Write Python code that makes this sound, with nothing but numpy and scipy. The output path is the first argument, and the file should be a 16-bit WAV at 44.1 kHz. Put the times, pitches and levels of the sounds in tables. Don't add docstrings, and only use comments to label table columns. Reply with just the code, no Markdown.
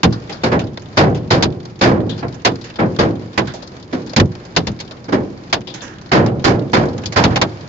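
import sys
import numpy as np
from scipy import signal
from scipy.io import wavfile
from scipy.ndimage import uniform_filter1d, minimum_filter1d

SR = 44100
rng = np.random.default_rng(int(sys.argv[2]) if len(sys.argv) > 2 else 0)


def put_to_file(sound):
    columns = np.atleast_2d(sound).T
    safe = np.clip(columns, -1, 1)
    whole_steps = np.round(safe * 32767)
    wavfile.write(sys.argv[1], SR, whole_steps.astype(np.int16))


N = 338688

# start_s, force_db, hollow_thud_db, hardness_db, ring_length [factor on t60]
ROOF_BLOWS = [(0.434, -9.5, 0.5, 1, 0.86), (.515, -7, -0.5, -8.5, 0.74), (0.97, -0.5, -1.5, -0.5, 0.98),
              (1.304, -6.5, 0.5, 4, 1.08), (1.811, -2, 1.5, 0, 1.234), (2.225, -12, -2, -15, 0.4),
              (2.786, -6, 1.5, -13.5, 0.73), (2.987, -6.5, 1.5, 0, 0.91), (3.926, -21, 9.5, 0.5, 0.77),
              (5.081, -24, 9, -6, 0.66), (5.122, -11, 7, -3.5, 0.79), (6.115, -1.5, 0, -3, 1.21),
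              (6.441, -5, 3.5, 4.5, 1.03), (6.731, -6, 0, -0.5, 1.23), (7.159, -4, -4.5, 0.5, 1.13),
              (7.300, -23, -4, -5.5, 1.7)]
# start_s, force_db, boom_db, hardness_db, ring_length [factor on t60]
GLASS_BLOWS = [(0.031, 7, 3, 1, 0.68), (1.424, -2, 1.5, 6.5, 0.81), (2.448, 2.5, -10.5, 1, 1.09),
               (3.376, -0.5, -4.5, -5.5, 1), (4.162, 5, 6.5, 5.5, 0.68), (4.198, 3.5, 6, -5, 0.51),
               (4.563, -2.5, 0, 5, 0.83), (4.669, -13, 8.5, 4.5, 0.72), (4.8, -25.5, 1, 9, 1.06),
               (5.527, -2, -11.5, 2, 0.9), (7.057, -29.5, 13.5, 21.5, 0.82), (7.237, -0.5, 3, 0, 0.9),
               (7.358, -6, -11, -2, 0.97), (7.414, 1, -11, 0.5, 0.72)]
# start_s, relative force_db, ring_length [factor on t60]
SINGLE_TICKS = [(.124, -25.5, 0.89), (.294, -27.5, 1.4), (.324, -31, 1.1), (.591, -22.5, 0.86),
                (.773, -19, .25), (1.146, -32, 1.35), (1.653, -30.5, 0.37), (2.093, -27.5, 1.3),
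                (2.177, -34, 1.6), (2.342, -33.5, .8), (2.555, -31, 0.27), (2.612, -33, 0.63),
                (2.64, -32, 2.2), (2.699, -29, 0.42), (2.757, -28, 0.5), (2.963, -26, 0.19),
                (3.471, -26.5, 1.36), (3.537, -30.5, 1.6), (3.624, -31.5, 0.91), (4.071, -33.5, 0.49),
                (4.133, -16.5, 0.33), (4.351, -27.5, 0.25), (4.909, -27.5, 0.56), (5.671, -30, 1.6),
                (5.739, -29, 1.8), (5.817, -28.5, 3.5), (6.261, -18.5, 0.45), (6.978, -28, 0.56),
                (7.036, -24.5, 0.4), (7.122, -21, 0.95)]

# frequency_hz, relative density_db [per Hz], t60_s [before the ring length factor]
ROOF_MODES = [(59.5, -12.5, 0.596), (109.4, -0.9, 1), (182, 1, 0.85), (316, -1.34, 0.71), (573, -3, 0.54),
              (1070, -8, 0.32), (1410, -6, 0.3), (2085, -10, 0.24), (3030, -14.5, 0.19),
              (5270, -11.5, 0.17), (7100, -38, 0.19)]
# frequency_hz, relative density_db [per Hz], t60_s
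GLASS_MODES = [(59.7, -7.5, 0.3), (112.4, 2, 0.5), (186, 0.5, 0.43), (326, -3, 0.32), (556, -4.5, 0.2),
               (980, -3, 0.12), (1360, -11, 0.15), (1890, -1, 0.065), (2940, -8, 0.1), (5130, -5.5, 0.074),
               (6800, -18, 0.05)]
# frequency_hz, relative density_db [per Hz], t60_s
PELLET_MODES = [(61.5, 2.5, 0.13), (110, -4, 0.13), (180, 5, 0.15), (350, 7.5, 0.092), (600, 2.5, 0.17),
                (1000, -2, 0.2), (1390, -4, 0.3), (2010, -2, 0.13), (3200, 0.5, 0.14), (4940, 4, 0.12),
                (7150, -8.5, 0.046)]

# frequency_hz, density_db [per Hz]
BED_SPECTRUM = [(25, -65), (60, -62.5), (110, -56.5), (180, -59), (350, -65), (600, -74), (1000, -80),
                (1400, -82.5), (2000, -85.5), (3200, -92.5), (5000, -89.5), (7000, -102)]
# time_s, rumble_db, hiss_db
BED_LEVELS = [(0.0, 0.5, 10), (1.5, -3, 3), (3.1, -4, 9), (4.6, -3, 8.5), (6.1, -3.5, 6), (7.7, -4, 13.5)]

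# frequency_hz, likeness [correlation, 0 to 1], left_lag_ms [at bearing 1]
MICROPHONE_LIKENESS = [(30, 0.94, 0.04), (70, 1, 0.12), (130, 1, 0.22), (300, 0.86, 0), (623, 0.43, 0),
                       (1200, 0.6, 0.53), (2480, 0.077, 0.47), (6000, 0.13, .45)]
# frequency_hz, left_minus_right_db
CABIN_BALANCE = [(60, 2.5), (100, -1.5), (170, 1.5), (290, -1), (490, 0), (840, -1.5), (1420, -5),
                 (2400, -2.5), (4060, 11.5), (6880, -16)]
# frequency_hz, width_hz, lift_db
CABIN_RESONANCES = [(119.5, 18, -11), (176, 7.5, -7), (264.8, 5.3, -8.5), (320, 11, -3), (362.8, 7.3, -1),
                    (482.5, 3.2, -6), (518.4, 13, -4), (802, 8.7, -12), (1390, 15, -19), (3540, 50, -8),
                    (4670, 46, -20)]

EDGES = np.geomspace(25, 9000, 23)
CENTRES = np.sqrt(EDGES[1:] * EDGES[:-1])

SNAP_DB, SNAP_PER_HARDNESS = -1, 0.7
SQUASH_PER_HARDNESS = 0.44
ROOF_BOOM_DB = 3.5
PELLET_DULLING, MIDDLING_PELLET_DB = 0.25, -34
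ROOF_SIDE_DB, GLASS_SIDE_DB, PELLET_SIDE_DB, SCATTER_DB = -1.1, -2, -1, 2.36
RATTLE_DB, RATTLE_PER_S = 1.5, 180


def roof_stones(level_db, rise_cycles, rise_s):
    power = silent_power()
    gains, t60s = band_gains(ROOF_MODES), per_band(ROOF_MODES, column=2)
    places = rng.standard_normal(len(ROOF_BLOWS))
    for (s, force_db, thud_db, hard_db, ring), place in zip(ROOF_BLOWS, places):
        colour = per_band([(120, ROOF_BOOM_DB), (170, 0), (240, thud_db), (380, thud_db),
                           (620, 0), (1800, 0), (4500, hard_db)])
        blow = gains * from_db(level_db + force_db + colour)
        side_db = ROOF_SIDE_DB + SCATTER_DB * place
        snap = from_db(SNAP_DB + SNAP_PER_HARDNESS * hard_db)
        squash_s = rise_s * from_db(-SQUASH_PER_HARDNESS * hard_db)
        add_blow(power, s, blow, t60s * ring, side_db, rise_cycles, snap, squash_s)
    return power * rattle()


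def glass_stones(level_db, rise_cycles, rise_s, thud_share=0.4):
    power = silent_power()
    gains, t60s = band_gains(GLASS_MODES), per_band(GLASS_MODES, column=2)
    places = rng.standard_normal(len(GLASS_BLOWS))
    for (s, force_db, boom_db, hard_db, ring), place in zip(GLASS_BLOWS, places):
        colour = per_band([(110, boom_db), (350, thud_share * boom_db), (750, 0),
                           (1800, 0), (4500, hard_db)])
        blow = gains * from_db(level_db + force_db + colour)
        side_db = GLASS_SIDE_DB + SCATTER_DB * place
        add_blow(power, s, blow, t60s * ring, side_db, rise_cycles, rise_s=rise_s)
    return power * rattle()


def small_stones(level_db, patter_db, spread_db, colour_db, scatter_db, patter_ring, count):
    power = silent_power()
    gains, t60s = band_gains(PELLET_MODES), per_band(PELLET_MODES, column=2)
    slot_s = N / SR / count
    patter = []
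    for k, (when, size, ring) in enumerate(rng.random((count, 3))):
        patter.append(((k + when) * slot_s, patter_db + spread_db * size, patter_ring * (.5 + ring)))
    for s, force_db, ring in patter + list(SINGLE_TICKS):
        treble_db = -PELLET_DULLING * max(force_db - MIDDLING_PELLET_DB, 0)
        colour = per_band([(1800, 0), (4500, treble_db)])
        colour = colour + colour_db * rng.standard_normal(len(CENTRES))
        blow = gains * from_db(level_db + force_db + colour)
        side_db = PELLET_SIDE_DB + scatter_db * rng.standard_normal()
        add_blow(power, s, blow, t60s * ring, side_db, rise_cycles=1.0, rise_s=0.00081)
    return power


def road_and_sleet(rumble_db, hiss_db, split_hz=800, flurry_db=2.5, count=120):
    bands = from_db(per_band(BED_SPECTRUM)) ** 2 * np.diff(EDGES)
    rumble, hiss = in_time(BED_LEVELS)
    flurries = np.interp(np.arange(N), np.linspace(0, N, count), rng.standard_normal(count))
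    hiss = hiss + flurry_db * flurries
    sleet_share = 1 / (1 + (split_hz / CENTRES) ** 2)
    tyres = np.outer(bands * (1 - sleet_share), from_db(rumble + rumble_db) ** 2)
    sleet = np.outer(bands * sleet_share, from_db(hiss + hiss_db) ** 2)
    return (tyres + sleet).astype(np.float32)


def add_blow(power, s, gains, t60s, side_db, rise_cycles, snap=0, rise_s=0.00073):
    start, t60s = round(s * SR), np.maximum(t60s, .01)
    for k, (hz, gain, t60) in enumerate(zip(CENTRES, gains, t60s)):
        t = np.arange(min(int(t60 * SR * 1.3), N - start), dtype=np.float32) / SR
        build = 1 - np.exp(-t / (rise_cycles / hz + rise_s))
        snap_t60 = 0.08 + 12 / hz
        ring_out = np.exp(-np.log(1e6) * t / t60)
        fade = ring_out + snap ** 2 * np.exp(-np.log(1e6) * t / snap_t60)
        sides = pan(side_db * hz / (hz + 500))
        power[:, k, start:start + len(t)] += (gain * sides) ** 2 * (build ** 2 * fade)


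def rattle():
    knots = rng.standard_normal(N * RATTLE_PER_S // SR + 2)
    swing = np.interp(np.arange(N) * RATTLE_PER_S / SR, np.arange(len(knots)), knots)
    return (from_db(RATTLE_DB * swing) ** 2).astype(np.float32)


def noise_bands(evenness, bearing):
    white, bands = rng.standard_normal((2, 2, N)), []
    likeness = np.clip(per_band(MICROPHONE_LIKENESS), -.99, .99)
    lag_ms = bearing * per_band(MICROPHONE_LIKENESS, column=2)
    for k, (alike, lean_db) in enumerate(zip(likeness, per_band(CABIN_BALANCE))):
        band_pass = signal.butter(2, EDGES[k:k + 2], "band", fs=SR, output="sos")
        mid, side = signal.sosfilt(band_pass, white[k % 2])
        pair = np.sqrt(1 + alike) * mid + np.sqrt(1 - alike) * side * [[1], [-1]]
        pair[0] = np.roll(pair[0], round(lag_ms[k] * SR / 1000))
        swell = uniform_filter1d(np.mean(pair ** 2, axis=0), size=2000) + 1e-18
        pair = pan(lean_db) * pair / swell ** (evenness / 2)
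        bands.append(pair / pair.std())
    return np.array(bands, dtype=np.float32)


def sounding(power, evenness, bearing):
    return np.einsum("cbn,bcn->cn", np.sqrt(power), noise_bands(evenness, bearing))


def cabin(x, through_db=-1):
    out = from_db(through_db) * x
    for hz, width, lift_db in CABIN_RESONANCES:
        b, a = signal.iirpeak(hz, hz / width, fs=SR)
        out = out + from_db(lift_db) * signal.lfilter(b, a, x)
    return out


def from_db(db):
    return 10 ** (np.asarray(db) / 20)


def in_time(rows):
    s, *columns = np.transpose(rows)
    return [np.interp(np.arange(N) / SR, s, c) for c in columns]


def per_band(points, column=1):
    points = np.array(points)
    return np.interp(np.log(CENTRES), np.log(points[:, 0]), points[:, column])


def band_gains(points):
    gain = from_db(per_band(points)) * np.sqrt(np.diff(EDGES))
    return gain / np.linalg.norm(gain)


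def pan(db):
    return from_db(np.array([[.5], [-.5]]) * db)


def silent_power():
    return np.zeros((2, len(CENTRES), N), np.float32)


def scene():
    roof = roof_stones(level_db=1.0, rise_cycles=0.44, rise_s=0.0052)
    roof += road_and_sleet(rumble_db=1.5, hiss_db=-3)
    glass = glass_stones(level_db=1.0, rise_cycles=0.33, rise_s=0.0014)
    glass += small_stones(level_db=2, patter_db=-48, spread_db=13, colour_db=4.5,
                          scatter_db=4.5, patter_ring=0.48, count=230)
    overhead = sounding(roof, evenness=0.52, bearing=0.7)
    beside = sounding(glass, evenness=0.7, bearing=0.97)
    return cabin(overhead + beside)


def limiter(x, ceiling_db, release_db_per_s, ahead_s):
    over = np.maximum(20 * np.log10(np.abs(x).max(axis=0) + 1e-9) - ceiling_db, 0)
    ramp = release_db_per_s * np.arange(N) / SR
    held = np.maximum.accumulate(over + ramp) - ramp
    size = 2 * int(ahead_s * SR / 2) + 1
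    ahead = -minimum_filter1d(-held, size, origin=-(size // 2))
    return x * from_db(-uniform_filter1d(ahead, size))


def record(dry, low_cut_hz=35, split_hz=900, top=1.155, treble_cut_hz=7350):
    lean = signal.sosfilt(signal.butter(1, low_cut_hz, "high", fs=SR, output="sos"), dry)
    bass = signal.sosfilt(signal.butter(2, split_hz, fs=SR, output="sos"), lean)
    treble = -signal.sosfilt(signal.butter(2, split_hz, "high", fs=SR, output="sos"), lean)
    bass = limiter(bass, ceiling_db=-1, release_db_per_s=431, ahead_s=0.016)
    treble = limiter(treble, ceiling_db=5.0, release_db_per_s=431, ahead_s=0.021)
    both = limiter(bass + treble, ceiling_db=2.5, release_db_per_s=595, ahead_s=0.0053)
    rounded = top * np.tanh(both / top)
    steep_cut = signal.ellip(10, .3, 70, treble_cut_hz, fs=SR, output="sos")
    clipped = np.clip(signal.sosfilt(steep_cut, rounded), -1, 1)
    return signal.sosfilt(signal.butter(12, 15500, fs=SR, output="sos"), clipped)


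dry = scene()
out = record(dry)
put_to_file(out)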